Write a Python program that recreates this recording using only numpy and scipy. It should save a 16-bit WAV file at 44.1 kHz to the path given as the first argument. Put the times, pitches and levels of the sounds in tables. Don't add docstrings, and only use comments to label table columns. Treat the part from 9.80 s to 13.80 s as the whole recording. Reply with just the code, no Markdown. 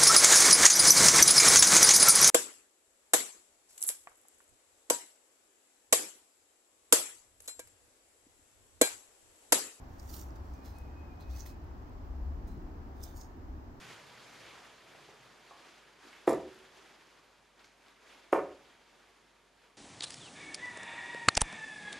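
import sys
import numpy as np
from scipy import signal
from scipy.fft import rfft, irfft
from scipy.io import wavfile

SR = 44100
rng = np.random.default_rng(int(sys.argv[2]) if len(sys.argv) > 2 else 0)


def wav_record(signal):
    frames = np.transpose(np.atleast_2d(signal))
    bounded = np.clip(frames, -1, 1)
    quanta = np.round(bounded * 32767).astype(np.int16)
    wavfile.write(sys.argv[1], SR, quanta)


N = 176400
T = np.arange(N) / SR
HZ = np.maximum(np.arange(N // 2 + 1) * SR / N, 1)
EVENT_T = np.arange(-SR // 2, SR // 2) / SR
ANTIPHASE = np.array([[1], [-1]])
DRONE_HZ, DRONE_WIDTH_OCT = 280, 0.42


def undb(db):
    return 10 ** (np.asarray(db) / 20)


def unit(x):
    return x / np.sqrt(np.mean(x ** 2) + 1e-20)


def colour(points):
    hz, db = np.array(points, float).T
    octaves_beyond = np.maximum(np.log2(HZ / hz[-1]), 0) + np.maximum(np.log2(hz[0] / HZ), 0)
    return undb(np.interp(np.log(HZ), np.log(hz), db) - 36 * octaves_beyond)


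def bell(hz, width_oct):
    return np.exp(-.5 * (np.log2(HZ / hz) / width_oct) ** 2)


def shape(x, gain):
    return irfft(rfft(x) * np.interp(np.fft.rfftfreq(len(x), 1 / SR), HZ, gain), len(x))


def noise(gain):
    return unit(shape(rng.standard_normal(N), gain))


def wander(bandwidth_hz):
    return noise(np.exp(-.5 * (HZ / bandwidth_hz) ** 2))


def pan(db):
    return undb(np.array([[db], [-db]]) / 2)


def add(out, sound, centre_s):
    index = int(centre_s * SR) - sound.shape[1] // 2 + np.arange(sound.shape[1])
    inside = (index >= 0) & (index < N)
    out[:, index[inside]] += sound[:, inside]


def echoes(x, t60_s):
    decay = np.exp(-np.log(1000) * T[:SR] / t60_s)
    tail = (rng.standard_normal((2, SR)) * decay)[:, :int(t60_s * SR) + 2]
    tail /= np.sqrt(np.sum(tail ** 2, axis=1, keepdims=True))
    return np.array([signal.oaconvolve(x, side)[:len(x)] for side in tail])


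def air():
    # frequency_hz, relative_db
    mid_spectrum = [(12, -18.5), (20, -8), (54, 3.5), (71, -4.5), (82, 2.5), (103, -8.5), (150, -16.5),
                    (207, -18), (264, -10), (337, -26.5), (510, -28), (832, -26.5), (1380, -37.5),
                    (1800, -41.5), (2340, -62), (3960, -120)]
    side_spectrum = [(12, -41), (20, -27), (60, -8.5), (78, -7), (103, -9), (156, -17), (279, -9.5),
                     (350, -8), (455, -16), (1000, -11.5), (1800, -25.5), (2340, -64), (3960, -120)]
    hiss_spectrum = [(1200, 9), (1900, 9), (2700, 4), (3600, -1), (5000, 0.5), (7600, -6.5), (8800, -16.5),
                     (10800, -16), (12100, -7.5), (15700, -8)]
    engine_bands = np.clip(bell(50.5, 1.0) + bell(DRONE_HZ, DRONE_WIDTH_OCT), 0, 1)
    mid = undb(-49) * noise(colour(mid_spectrum) * undb(-8 * engine_bands))
    side = undb(-58) * noise(colour(side_spectrum))
    hiss = noise(colour(hiss_spectrum)) + ANTIPHASE * noise(colour(hiss_spectrum))
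    wash = (mid + ANTIPHASE * side) * undb(.5 * wander(0.96))
    slope_db_per_s = -0.5
    return (wash + undb(-71) * hiss) * undb(slope_db_per_s * (T - T.mean()))


def traffic():
    # time_s, relative_db
    engine_levels = [(0.0, -75), (0.18, -62), (0.21, -48), (0.24, -47), (0.62, -45), (0.67, -51),
                     (0.72, -39.5), (0.85, -60), (0.88, -45.5), (1.44, -51.5), (1.51, -33), (1.74, -54),
                     (2.03, -43.5), (2.05, -56), (2.28, -44.5), (2.41, -35), (2.45, -40.5), (2.48, -30.5),
                     (2.6, -44.5), (2.9, -53), (3.24, -43.5), (3.3, -79), (3.36, -45), (3.58, -63),
                     (3.71, -41), (4.0, -66)]
    deep_levels = [(0.0, -77), (2.58, -36), (2.61, -39), (3.38, -50.5), (3.79, -43.5), (3.83, -52),
                   (3.97, -46), (4.0, -63)]
    drone_levels = [(0.0, -62.5), (0.23, -59.5), (0.4, -54.5), (1.01, -57.5), (1.05, -55), (1.57, -57),
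                    (2.07, -53.5), (2.21, -57), (2.81, -50.5), (3.44, -58), (3.55, -53.5), (4.0, -54.5)]
    engine_gain, deep_gain, drone_gain = (
        undb(np.interp(T, *np.array(levels).T)) for levels in (engine_levels, deep_levels, drone_levels))
    engine_hz, deep_hz = 66.5 + 3.37 * wander(9.4), 35.5
    phase = 2 * np.pi * np.cumsum(engine_hz) / SR
    flutter = undb(-0.5 * wander(2.4))
    engine = unit(np.sin(phase) * flutter) * engine_gain * undb(-2)
    deep_mid = undb(-5) * noise(bell(deep_hz, width_oct=0.43))
    deep_side = undb(-16) * noise(bell(deep_hz, width_oct=1))
    deep = (deep_mid + ANTIPHASE * deep_side) * deep_gain
    drone = noise(bell(DRONE_HZ, DRONE_WIDTH_OCT)) * drone_gain * undb(-1.5)
    surge_s, surge_width_s = 2.7, 0.14
    surge_gain = undb(-52.5) * np.exp(-.5 * ((T - surge_s) / surge_width_s) ** 2)
    surge = noise(bell(hz=164, width_oct=0.63)) * surge_gain
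    return (engine + deep) * pan(2.1) + drone + surge


def whistle():
    # start_s, length_s, pitch_hz, level_db, left_minus_right_db
    notes = [(0.737, 0.057, 2430, -78, 0), (.8, .06, 2450, -76.5, 1), (0.95, 0.077, 2526, -72, 14),
             (1.035, .06, 2465, -77, -3), (1.155, 0.075, 2510, -69.5, 11), (1.24, 0.024, 2516, -69, 15),
             (1.302, .03, 2440, -71, 0), (1.37, 0.14, 2510, -77, 9), (1.54, .026, 2530, -65, 2),
             (1.603, 0.037, 2530, -72, -2)]
    arch_hz, edge_s = 14, .04
    waver_hz = 8.6 * wander(25)
    flutter = undb(1.2 * wander(14))
    direct, song = np.zeros((2, N)), np.zeros(N)
    for start_s, length_s, pitch_hz, level_db, pan_db in notes:
        arch = np.sin(np.pi * np.clip((T - start_s) / length_s, 0, 1)) - .5
        inside_s = np.minimum(T - start_s, start_s + length_s - T)
        gate = np.sin(np.pi / 2 * np.clip(inside_s / edge_s + .5, 0, 1)) ** 2
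        phase = 2 * np.pi * np.cumsum(pitch_hz + arch_hz * arch + waver_hz) / SR
        note = undb(level_db) * gate * flutter * np.sqrt(2) * np.sin(phase)
        direct += note * pan(pan_db)
        song += note
    return direct + undb(-2) * echoes(song, t60_s=1.8)


def from_bank(source, scatter_db):
    left_lag_s, left_db = 9e-6, -7.5
    direct = np.array([shape(source, np.exp(-2j * np.pi * HZ * left_lag_s)), source])
    scattered = undb(scatter_db) * echoes(source, t60_s=0.015)
    return (direct + scattered) / np.hypot(1, undb(scatter_db)) * undb([[left_db], [0]])


def clicks(per_s):
    size = undb(np.minimum(rng.exponential(size=N), 4)) * np.sign(rng.standard_normal(N))
    return size * (rng.random(N) < per_s / SR)


def crackle():
    # frequency_hz, relative_db
    picked_up_spectrum = [(500, -13), (1400, -4), (2500, -12), (3300, -6.5), (4100, 1), (6300, 0),
                          (8000, -4.5), (9200, -3), (10600, -14), (12000, -1), (13500, -5.5), (15700, -1.5)]
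    bands = [bell(hz, width_oct=0.53) for hz in np.geomspace(1000, 16000, 11)]
    overlap = np.sqrt(sum(band ** 2 for band in bands) + 1e-4)
    cracks = sum(shape(clicks(per_s=800), band / overlap) for band in bands)
    creases = undb(-9.5) * unit(clicks(per_s=900))
    return unit(shape(unit(cracks) + creases, colour(picked_up_spectrum)))


def tosses():
    # peak_s, rise_s, fall_s, level_db, treble_db, body_db, ring_hz, ring_db, ring_oct
    throws = [(.198, 0.0049, 0.012, -55.5, -7.5, -7, 5840, 5, .15),
              (.296, 0.0059, 0.0089, -53.5, 4.5, -1, 5900, 2, .1),
              (.345, 0.016, 0.031, -49, 5.5, 3, 3970, 2, 0.11),
              (.39, 0.11, 0.052, -51.5, -1, 0, 6740, 2, .09),
              (.558, .0036, 0.018, -61, -4, 0, 5500, -3, .1),
              (0.658, .08, 0.31, -70, -4.5, 2, 5730, 2.5, .06),
              (.739, .003, 0.013, -67, 3, -4, 6200, 14, .06),
              (0.857, 0.012, .05, -62.5, 4.5, 10.5, 5100, 4, .06),
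              (.982, .11, 0.057, -69, -3, 8, 4250, 4, .06),
              (1.411, .006, 0.025, -62.5, -4, 10, 4100, 10.5, 0.13),
              (1.51, 0.016, .06, -62.5, -6, 8, 4830, 4, .1),
              (1.595, 0.061, 0.051, -55.5, 1, 4.5, 6150, 2, 0.11),
              (1.605, .018, .02, -61, -12, -11, 6150, 17, .14),
              (1.66, .0021, 0.023, -56, 6.5, 7, 5950, 9, .07),
              (1.697, 0.014, 0.023, -57.5, -2, 3, 6900, 4, .06),
              (2.675, .005, 0.074, -69.5, 3, 4, 4060, 8, .06),
              (3.238, 0.0082, .009, -45, 1, -9, 5750, 5, 0.096),
              (3.263, 0.047, 0.056, -59, 1, 7, 6200, 6, 0.17),
              (3.371, 0.018, 0.047, -57.5, 1, -12, 6900, 11, 0.055),
              (3.414, .012, .008, -49, -12, -15, 5400, 5, .1),
              (3.415, .018, 0.027, -57, -6, -9, 6700, 13, .05)]
    treble_hz, body_hz, mode_spacing_hz = 8000, 4000, 130
    roundness = 1.08
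    clumped = unit(crackle() * undb(2.1 * wander(150)))
    treble = 1 / (1 + (treble_hz / HZ) ** 8)
    body = 1 / (1 + (HZ / body_hz) ** 8)
    modes_hz = np.arange(0, SR / 2, mode_spacing_hz)
    out = np.zeros((2, N))
    for peak_s, rise_s, fall_s, level_db, treble_db, body_db, ring_hz, ring_db, ring_oct in throws:
        from_peak = np.maximum(-EVENT_T / rise_s, EVENT_T / fall_s)
        swell = undb(level_db) * np.exp(-np.minimum(from_peak ** roundness, 20))
        modes_db = np.interp(HZ, modes_hz, 2.2 * rng.standard_normal(len(modes_hz)))
        response = undb(treble_db * treble + body_db * body + ring_db * bell(ring_hz, ring_oct) + modes_db)
        cracks = np.roll(clumped, rng.integers(N))[:len(swell)]
        add(out, from_bank(shape(cracks * swell, response), scatter_db=-2), peak_s)
    return out


def snaps():
    # peak_s, level_db, pitch_hz, width_oct, splinter_s
    breaks = [(.343, -43, 3970, 0.39, .002), (.365, -36, 9000, .7, .0008),
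              (.413, -35.5, 14000, 0.21, .0008), (0.4152, -42, 6000, .2, .0008),
              (.507, -52.5, 5500, 0.23, .0005), (.558, -57, 10000, .8, .0007),
              (.739, -55, 5800, 0.35, 0.0008), (0.851, -49.5, 6000, .9, .001),
              (.986, -40, 10000, .8, 0.00085), (1.402, -52, 4230, 0.56, .0005),
              (1.409, -51, 11140, 0.44, .001), (1.424, -54, 4400, .15, .001),
              (1.607, -33.5, 6060, 0.13, 0.00022), (1.663, -48.5, 2100, 0.23, 0.0032),
              (1.842, -56, 13000, 0.36, .001), (2.095, -55, 12000, 0.54, .0007),
              (2.672, -61, 6000, .8, .0007), (3.2382, -39, 8000, .4, .001)]
    impulse = EVENT_T == 0
    out = np.zeros((2, N))
    for peak_s, level_db, pitch_hz, width_oct, splinter_s in breaks:
        envelope = np.exp(-np.minimum(np.abs(EVENT_T) / splinter_s, 20))
        splinters = undb(-10) * rng.standard_normal(len(EVENT_T)) * envelope
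        crack = shape(impulse + splinters, bell(pitch_hz, width_oct))
        crack *= undb(level_db) / np.abs(crack).max()
        add(out, from_bank(crack, scatter_db=-12), peak_s)
    return out


def foraging():
    near = tosses() + snaps()
    return near + undb(-14) * echoes(near[1], t60_s=.2) * pan(-2)


def scene():
    return foraging() + whistle() + traffic() + air()


def record(dry):
    cutoff_hz = 15800
    return signal.sosfilt(signal.ellip(12, .1, 80, cutoff_hz, fs=SR, output="sos"), dry)


dry = scene()
out = record(dry)
wav_record(out)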